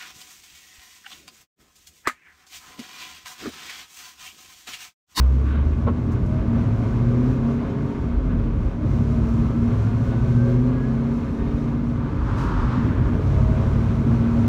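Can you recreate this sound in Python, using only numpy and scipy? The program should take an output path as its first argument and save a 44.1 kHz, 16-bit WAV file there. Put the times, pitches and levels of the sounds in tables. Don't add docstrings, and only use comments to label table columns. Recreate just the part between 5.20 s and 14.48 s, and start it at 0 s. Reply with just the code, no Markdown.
import sys
import numpy as np
from scipy.fft import rfft, irfft, next_fast_len
from scipy.io import wavfile
from scipy.ndimage import map_coordinates

SR = 44100
rng = np.random.default_rng(int(sys.argv[2]) if len(sys.argv) > 2 else 0)


def store_pcm(level_fs):
    pcm = np.round(np.clip(level_fs, -1, 1) * 32767).astype(np.int16)
    wavfile.write(sys.argv[1], SR, np.atleast_2d(pcm).T)


N = 409248


def amp(db):
    return 10 ** (np.asarray(db) / 20)


def unit(x):
    return x / np.sqrt(np.mean(x ** 2) + 1e-20)


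def clock():
    return np.arange(N) / SR


def automation(points):
    return np.interp(clock(), *np.transpose(points))


def wobble(rate):
    knots = rng.standard_normal(int(N * rate / SR) + 4)
    coarse = clock()[::64]
    return np.interp(clock(), coarse, map_coordinates(knots, [coarse * rate]))


def filtered(x, response):
    size = next_fast_len(N + SR // 4)
    return irfft(rfft(x, size) * response(np.fft.rfftfreq(size, 1 / SR)), size)[:N]


def noise(eq):
    points_hz, db = np.transpose(eq)
    colour = lambda hz: amp(np.interp(np.log(hz + 1), np.log(points_hz), db))
    return unit(filtered(rng.standard_normal(N), colour))


def resonance(modes, hz):
    return np.sqrt(sum((amp(db) / (1 + ((hz - centre) / width) ** 2)) ** 2
                       for centre, width, db in modes))


def ringing(modes):
    return unit(filtered(rng.standard_normal(N), lambda hz: resonance(modes, hz)))


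def swell(peak_s, rise_s, fall_s):
    t = clock() - peak_s
    return np.exp(-(t / np.where(t < 0, rise_s, fall_s)) ** 2)


def swells(cues):
    return sum(amp(db) * swell(s, half_s, half_s) for s, db, half_s in cues)


# (order [multiple of the two-turn engine cycle], pulling [dB], coasting [dB])
EXHAUST_ORDERS = [(3, -2.5, 3.0), (4, -3.5, -0.5), (5, 8.0, -6.0), (6, 6.5, 9.5), (7, -0.5, -4.0),
                  (8, 21.0, 3.0), (9, 9.0, -7.0), (10, 8.0, -14.5), (11, 10.5, -5.5), (12, -2.0, -12.5),
                  (13, 10.5, -7.5), (14, 11.0, -7.5), (15, 3.0, -14.0), (16, 16.5, 6.0), (17, -1.0, -13.0),
                  (18, 13.5, -12.0), (19, 2.0, -3.0), (20, -5.0, -3.0), (21, 5.5, -1.5), (22, 6.5, -15.0),
                  (23, 9.0, -1.0), (24, 10.0, -10.0), (25, 10.0, -12.5), (26, 5.0, -9.5), (27, 4.0, -9.5),
                  (28, 6.5, -12.5), (29, 1.5, -5.0), (30, 7.0, -9.0), (31, 4.5, -3.5), (32, 5.5, -5.5),
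                  (33, 5.0, -9.5), (34, 6.5, -6.5), (35, -2.5, -11.0), (36, 9.0, -9.0), (37, -0.0, -5.0)]
# (speed [rpm], boom [dB], drone [dB], burble [dB], rasp [dB])
PIPE_VOICING = [(1020, 4, -7, -18.5, -9), (1115, 10.0, -3, -2.5, -5), (1300, -0.5, -14, -7, 2.5),
                (1400, -1, -1, -1.5, -9), (1433, 2, -6.5, -1, -9), (1540, 0, -5, -0.5, -1.5),
                (1635, 10.5, -5, -5.5, -5.5), (1752, 2.5, -12.5, 1.5, 1), (1792, 5.5, -3, 0, 1),
                (1828, -3, 1.5, -1.5, 8), (1935, -7, 2.5, 1, 2), (2000, -10.5, 4, 1, 0),
                (2086, -17, 11, -1, 1), (2127, -2, 6, -5, 2.5), (2181, 2, 7.5, 4, -6)]
# (frequency [Hz], half width [Hz], level [dB])
CAB_MODES = [(45.7, 4, -25), (60.6, 9.7, -30.5), (88.2, 8.8, -39), (104.5, 5.1, -45), (123.9, 4.1, -33),
             (132.7, 5.7, -32), (162.5, 18, -42.5), (193.6, 6.6, -44), (233.6, 6.5, -28.9),
             (251, 5.8, -37.3), (286.3, 5.8, -50), (302, 6.4, -49.5), (340, 8, -48.5), (367, 7, -46),
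             (404, 8, -45.5), (451, 9, -50.5), (505, 14, -56), (541, 14, -52.5)]


def exhaust(rpm, cycle, throttle, load_opening=0.22, unevenness=0.14):
    load = 1 - np.exp(-throttle / load_opening)
    speeds, *voicing = np.transpose(PIPE_VOICING)
    boom, drone, burble, rasp = [amp(np.interp(rpm, speeds, db)) for db in voicing]
    cycle_hz = rpm / 120
    grid_hz = np.arange(SR // 32)
    cab_response = resonance(CAB_MODES, grid_hz)
    out = np.zeros(N)
    for order, pulling_db, coasting_db in EXHAUST_ORDERS:
        phase = 2 * np.pi * (order * cycle + rng.random())
        flutter = unevenness / 2 if order % 8 == 0 else unevenness
        tone = (1 + flutter * wobble(13)) * np.sin(phase + flutter * wobble(12))
        pipe = boom if order == 8 else drone if order == 16 else rasp if order > 20 else burble
        cab = np.interp(order * cycle_hz, grid_hz, cab_response)
        out += amp(coasting_db + (pulling_db - coasting_db) * load) * pipe * cab * tone
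    return out


def engaged(start_s, end_s, clutch_s=0.2):
    return np.clip(np.minimum(clock() - start_s, end_s - clock()) / clutch_s + .5, 0, 1)


# (clutch bites [s], lets go [s], slip [rpm], whine [dB], octave [dB], clatter boost [dB])
GEAR_CUES = [(-.3, 2.85, 0, -40, -53.5, 1), (3.7, 6.8, 70, -44, -44.5, 0),
             (7.65, 9.6, 0, -41.5, -44.5, 2.5)]
# (frequency [Hz], half width [Hz], level [dB])
CASE_MODES = [(629, 14, 3.5), (710, 35, -6), (910, 20, -4), (1250, 35, -5), (1320, 30, -5), (1410, 40, -3),
              (1495, 35, -2), (1560, 26, .5), (1668, 17, 0), (1825, 28, -9.5)]


def gearbox(rpm, teeth=26, slip_s=0.45, waver_rad=0.45, flutter_db=1.3):
    slip = sum(slip_rpm * swell(start, slip_s, slip_s) for start, _, slip_rpm, *_ in GEAR_CUES)
    mesh_hz = teeth * (rpm - slip) / 60
    phase = 2 * np.pi * np.cumsum(mesh_hz) / SR + waver_rad * wobble(25)
    whine = resonance(CASE_MODES, mesh_hz) * amp(flutter_db * wobble(8)) * np.sin(phase)
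    octave = resonance(CASE_MODES, 2 * mesh_hz) * amp(flutter_db * wobble(23)) * np.sin(2 * phase)
    return sum(engaged(start, end) * (amp(whine_db) * whine + amp(octave_db) * octave)
               for start, end, _, whine_db, octave_db, _ in GEAR_CUES)


# (frequency [Hz], half width [Hz], level [dB])
FIREWALL_MODES = [(410, 32, -1.5), (438.7, 7.9, 7), (545.7, 12, 10.5), (645, 23, 4.5), (716, 23, -2.5),
                  (876, 5.8, -3), (945, 27, -5.5), (1180, 17, -6), (1510, 25, -2.5), (1684, 13, -3),
                  (2135, 60, -2.5), (2493, 43, -6.5), (3180, 50, -13)]


def through_firewall(x):
    return unit(filtered(x, lambda hz: 1 + resonance(FIREWALL_MODES, hz)))


# (frequency [Hz], level [dB])
CLATTER_EQ = [(200, -35.5), (380, 4.5), (490, -2), (800, -4), (1100, 0), (1500, -7.5), (1900, -13.5),
              (2400, -15.5), (3200, -21.5), (4200, -25.5), (5000, -32), (8000, -51.5), (16000, -62.5)]


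def engine_clatter(rpm, cycle, throttle, shut_db=-41, open_boost_db=4, db_per_octave=2.5):
    gear_db = sum(db * engaged(start, end) for start, end, *_, db in GEAR_CUES)
    speed_db = db_per_octave * np.log2(rpm / 1600)
    level_db = shut_db + open_boost_db * throttle + speed_db + gear_db + 0.9 * wobble(14)
    firings = 0.15 * np.cos(2 * np.pi * 8 * cycle)
    lope = 0.043 * np.cos(2 * np.pi * cycle)
    return amp(level_db) * through_firewall(noise(CLATTER_EQ) * (1 + firings + lope))


# (frequency [Hz], level [dB])
INTAKE_EQ = [(1000, -34.5), (2500, 0.5), (4200, -1), (4900, -3.5), (5700, 0), (7000, -4.5), (8300, -10.5),
             (10400, -15), (12000, -16), (15500, -21)]


def intake_hiss(cycle, throttle, shut_db=-64.5, open_boost_db=8.5):
    pulse = 1 + 0.062 * np.cos(2 * np.pi * 8 * cycle)
    level_db = shut_db + open_boost_db * throttle + 1.1 * wobble(13)
    return amp(level_db) * through_firewall(noise(INTAKE_EQ) * pulse)


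# (time [s], level [dB])
TYRE_FADER = [(0, -32.5), (.8, -25.5), (1.3, -24), (2, -28.5), (2.6, -29.5), (3.15, -26.5), (3.42, -25),
              (3.57, -31.5), (3.74, -25), (4.7, -26.5), (5.2, -32), (6, -31.5), (6.85, -27.5), (7.2, -22.5),
              (8.3, -24.5), (9.28, -27)]
# (time [s], level [dB], half length [s])
RUMBLE_SWELLS = [(0.603, -42, 0.059), (1.9, -32.5, 0.17), (3.06, -27.5, 0.27), (3.424, -23.5, 0.07),
                 (4.85, -32.5, 0.32), (6.256, -27, 0.15), (7.047, -28, 0.081), (7.423, -24, 0.042),
                 (7.72, -34, 0.19), (8.35, -28, 0.24)]
# (frequency [Hz], level [dB])
TYRE_EQ = [(30, -31), (65, -9.5), (90, -2), (125, 1), (155, -7.5), (185, -6), (208, -9.5), (236, -2),
           (275, -10.5), (302, -8), (325, -13.5), (400, -18), (490, -25), (2500, -120)]
FLOOR_EQ = [(15, -34), (28, -17), (42, 3), (56, 2), (72, -0.5), (100, -8), (200, -53.5), (500, -120)]


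def tyres_and_floor(floor_trim_db=-7, flutter_db=1.4):
    roll_db = automation(TYRE_FADER)
    shake = (amp(roll_db + floor_trim_db) + swells(RUMBLE_SWELLS)) * noise(FLOOR_EQ)
    rumble = amp(roll_db + flutter_db * wobble(7)) * noise(TYRE_EQ)
    return shake + rumble


# (time [s], level [dB], half length [s])
SLIDE_CUES = [(0.27, -54, 0.037), (0.34, -42, 0.09), (.53, -48.5, .02), (3.117, -45, 0.021)]
# (frequency [Hz], level [dB])
SLIDE_EQ = [(400, -22), (850, -9), (1130, 11), (1300, 2), (1520, 10), (1800, -2.5), (2500, -3), (3900, -13),
            (5200, -33.5), (12000, -50.5)]


def hand_slides():
    return swells(SLIDE_CUES) * noise(SLIDE_EQ)


# (time [s], level [dB], pitch [Hz])
BOOM_CUES = [(0.656, -12, 104), (3.135, -15.5, 185), (7.124, -11.5, 105), (7.579, -14.5, 239),
             (7.997, -18.5, 390)]


def cab_booms(fall_cycles=1.43):
    out = np.zeros(N)
    for s, db, hz in BOOM_CUES:
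        fall_s = fall_cycles / hz
        out += amp(db) * swell(s, fall_s / 2, fall_s) * np.cos(2 * np.pi * hz * (clock() - s))
    return out


def struck(hits, modes, scrape_gain, scrape_t60):
    out = np.zeros(N + SR)
    t = np.arange(SR // 3) / SR
    attack = 1 - np.exp(-t / 0.00089)
    for s, db in hits:
        ring = np.zeros(len(t))
        for hz, mode_db, t60 in modes:
            decay = amp(mode_db + rng.normal(0, 0.67) - 60 * t / t60)
            ring += decay * np.sin(2 * np.pi * (hz * t + rng.random()))
        scrape = scrape_gain * amp(-60 * t / scrape_t60) * rng.standard_normal(len(t))
        out[round(s * SR):][:len(t)] += amp(db) * (ring + scrape) * attack / 2
    return out[:N]


# (time [s], level [dB])
KNOCK_CUES = [(.668, -26), (.674, -22), (.682, -24), (.689, -25.5), (1.367, -39), (2.188, -41),
              (3.119, -45), (5.511, -43), (8.493, -39)]
# (frequency [Hz], level [dB], 60 dB decay [s])
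KNOCK_MODES = [(444, 1, 0.2), (570, -2, 0.088), (640, -7, 0.094), (825, -2.5, 0.078), (908, -2.5, 0.076),
               (1088, 1, 0.063), (1330, -10, 0.078), (1730, -18, 0.036), (2260, -19, .04),
               (2970, -29, 0.045)]


def knocks(rattle_s=0.678, rattle_db=-29):
    rattle_eq = [(200, -27), (420, 11), (650, 4), (1050, -2), (1500, -5), (2200, -15),
                 (4000, -28), (9000, -68)]
    rattle = amp(rattle_db) * swell(rattle_s, 0.0097, 0.023) * noise(rattle_eq)
    return struck(KNOCK_CUES, KNOCK_MODES, scrape_gain=.005, scrape_t60=.04) + rattle


# (time [s], level [dB], fall [s])
GRAB_CUES = [(0.92, -56.5, 0.02), (1.062, -62, 0.018)]
# (frequency [Hz], level [dB])
SKIN_EQ = [(2000, -26), (4000, -1.5), (6500, 3), (9000, -7), (12000, -10), (15500, -11.5)]


def wheel_grabs():
    envelope = sum(amp(db) * swell(s, fall_s / 4, fall_s) for s, db, fall_s in GRAB_CUES)
    return envelope * noise(SKIN_EQ)


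# (time [s], level [dB])
KEY_CUES = [(1.068, -62), (2.498, -55), (2.503, -51.5), (2.509, -54), (2.523, -60)]
# (frequency [Hz], level [dB], 60 dB decay [s])
KEY_MODES = [(3100, 4, .04), (3500, 1, .03), (3800, 3, 0.035), (4220, 1, .04), (5080, -1, .04),
             (5500, -4, .03), (6620, -3, 0.09), (7600, -13, 0.06), (8900, -18, .06)]


def key_ticks():
    return struck(KEY_CUES, KEY_MODES, scrape_gain=.15, scrape_t60=.08)


# (time [s], level [dB], half length [s])
SYNCHRO_CUES = [(3.5, -45, .07), (3.628, -34, 0.059), (7.517, -38, 0.1)]
# (frequency [Hz], half width [Hz], level [dB])
GROAN_MODES = [(297, 12, 1.5), (598, 23, -10.5), (910, 20, -21)]


def synchro_groans():
    return swells(SYNCHRO_CUES) * ringing(GROAN_MODES)


# (time [s], half length [s], pitch [Hz], level [dB])
WHISTLE_CUES = [(4.7, .6, 4250, -71), (5, .18, 3680, -67.5), (5.7, .6, 4220, -69), (6.26, .26, 3680, -66)]


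def intake_whistle(half_width_hz=22, flicker_db=1.5):
    out = np.zeros(N)
    for s, half_s, hz, db in WHISTLE_CUES:
        envelope = amp(db + flicker_db * wobble(6.7)) * swell(s, half_s, half_s)
        out += envelope * ringing([(hz, half_width_hz, 0)])
    return out


# (time when nearest [s], level [dB])
AXLE_CUES = [(7.229, -34), (7.47, -33.5)]
# (frequency [Hz], level [dB])
PASS_BY_EQ = [(150, -25.5), (400, -6.5), (750, -5.5), (950, 6), (1300, 2.5), (1700, -6.5), (2200, -14),
              (3500, -20), (6000, -29), (9000, -41.5), (16000, -73.5)]


def pass_by(gap_m=2.9, speed_m_per_s=13.8, abreast_s=7.19, hiss_db=-53, tail_db=-45):
    roar = np.zeros(N)
    for s, db in AXLE_CUES:
        nearness = gap_m / np.hypot(gap_m, speed_m_per_s * (clock() - s))
        roar += amp(db + 1.8 * wobble(22)) * nearness ** 2 * noise(PASS_BY_EQ)
    hiss_eq = [(1500, -24), (4000, 2), (6500, 0), (9000, -10), (15500, -18)]
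    tail_eq = [(300, -43), (1100, -15), (1550, 2), (1850, -6), (2300, -12), (9000, -43)]
    hiss = amp(hiss_db) * swell(abreast_s, 0.02, 0.11) * noise(hiss_eq)
    tail = amp(tail_db) * swell(7.7, 0.16, 0.31) * noise(tail_eq)
    return roar + hiss + tail


# (time [s], crankshaft speed [rpm])
REVS = [(0, 940), (.4, 1077), (1, 1387), (1.4, 1563), (1.8, 1748), (2.25, 1987), (2.6, 2130), (2.8, 2123),
        (3.2, 1788), (3.5, 1630), (3.68, 1416), (4.1, 1536), (4.3, 1521), (4.6, 1609), (5.2, 1793),
        (5.6, 1917), (6.2, 2104), (6.55, 2169), (6.85, 2190), (7.2, 1992), (7.45, 1814), (7.68, 1399),
        (8, 1414), (8.4, 1467), (9.28, 1561)]
# (time [s], opening [0-1])
PEDAL = [(0, 0.28), (.65, 0.17), (1.6, 0.6), (2.35, 0.51), (2.75, 0.24), (3, 0.03), (3.6, 0.08),
         (3.76, 0.79), (5.15, 0.82), (5.55, 0.43), (6.28, 0.53), (6.5, 0.27), (6.8, 0.15), (7, 0.04),
         (7.55, 0.08), (8.2, 1), (8.8, 0.73), (9.28, 0.87)]


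def scene():
    rpm = automation(REVS)
    throttle = automation(PEDAL)
    cycle = np.cumsum(rpm / 120) / SR
    engine = exhaust(rpm, cycle, throttle) + engine_clatter(rpm, cycle, throttle)
    intake = intake_hiss(cycle, throttle) + intake_whistle()
    gears = gearbox(rpm) + synchro_groans()
    foley = hand_slides() + cab_booms() + knocks() + wheel_grabs() + key_ticks()
    return (engine + intake + gears + tyres_and_floor() + foley + pass_by())[None]


def record(dry):
    high_cut_hz = 15720
    return filtered(dry[0], lambda hz: hz < high_cut_hz)[None]


dry = scene()
out = record(dry)
store_pcm(out)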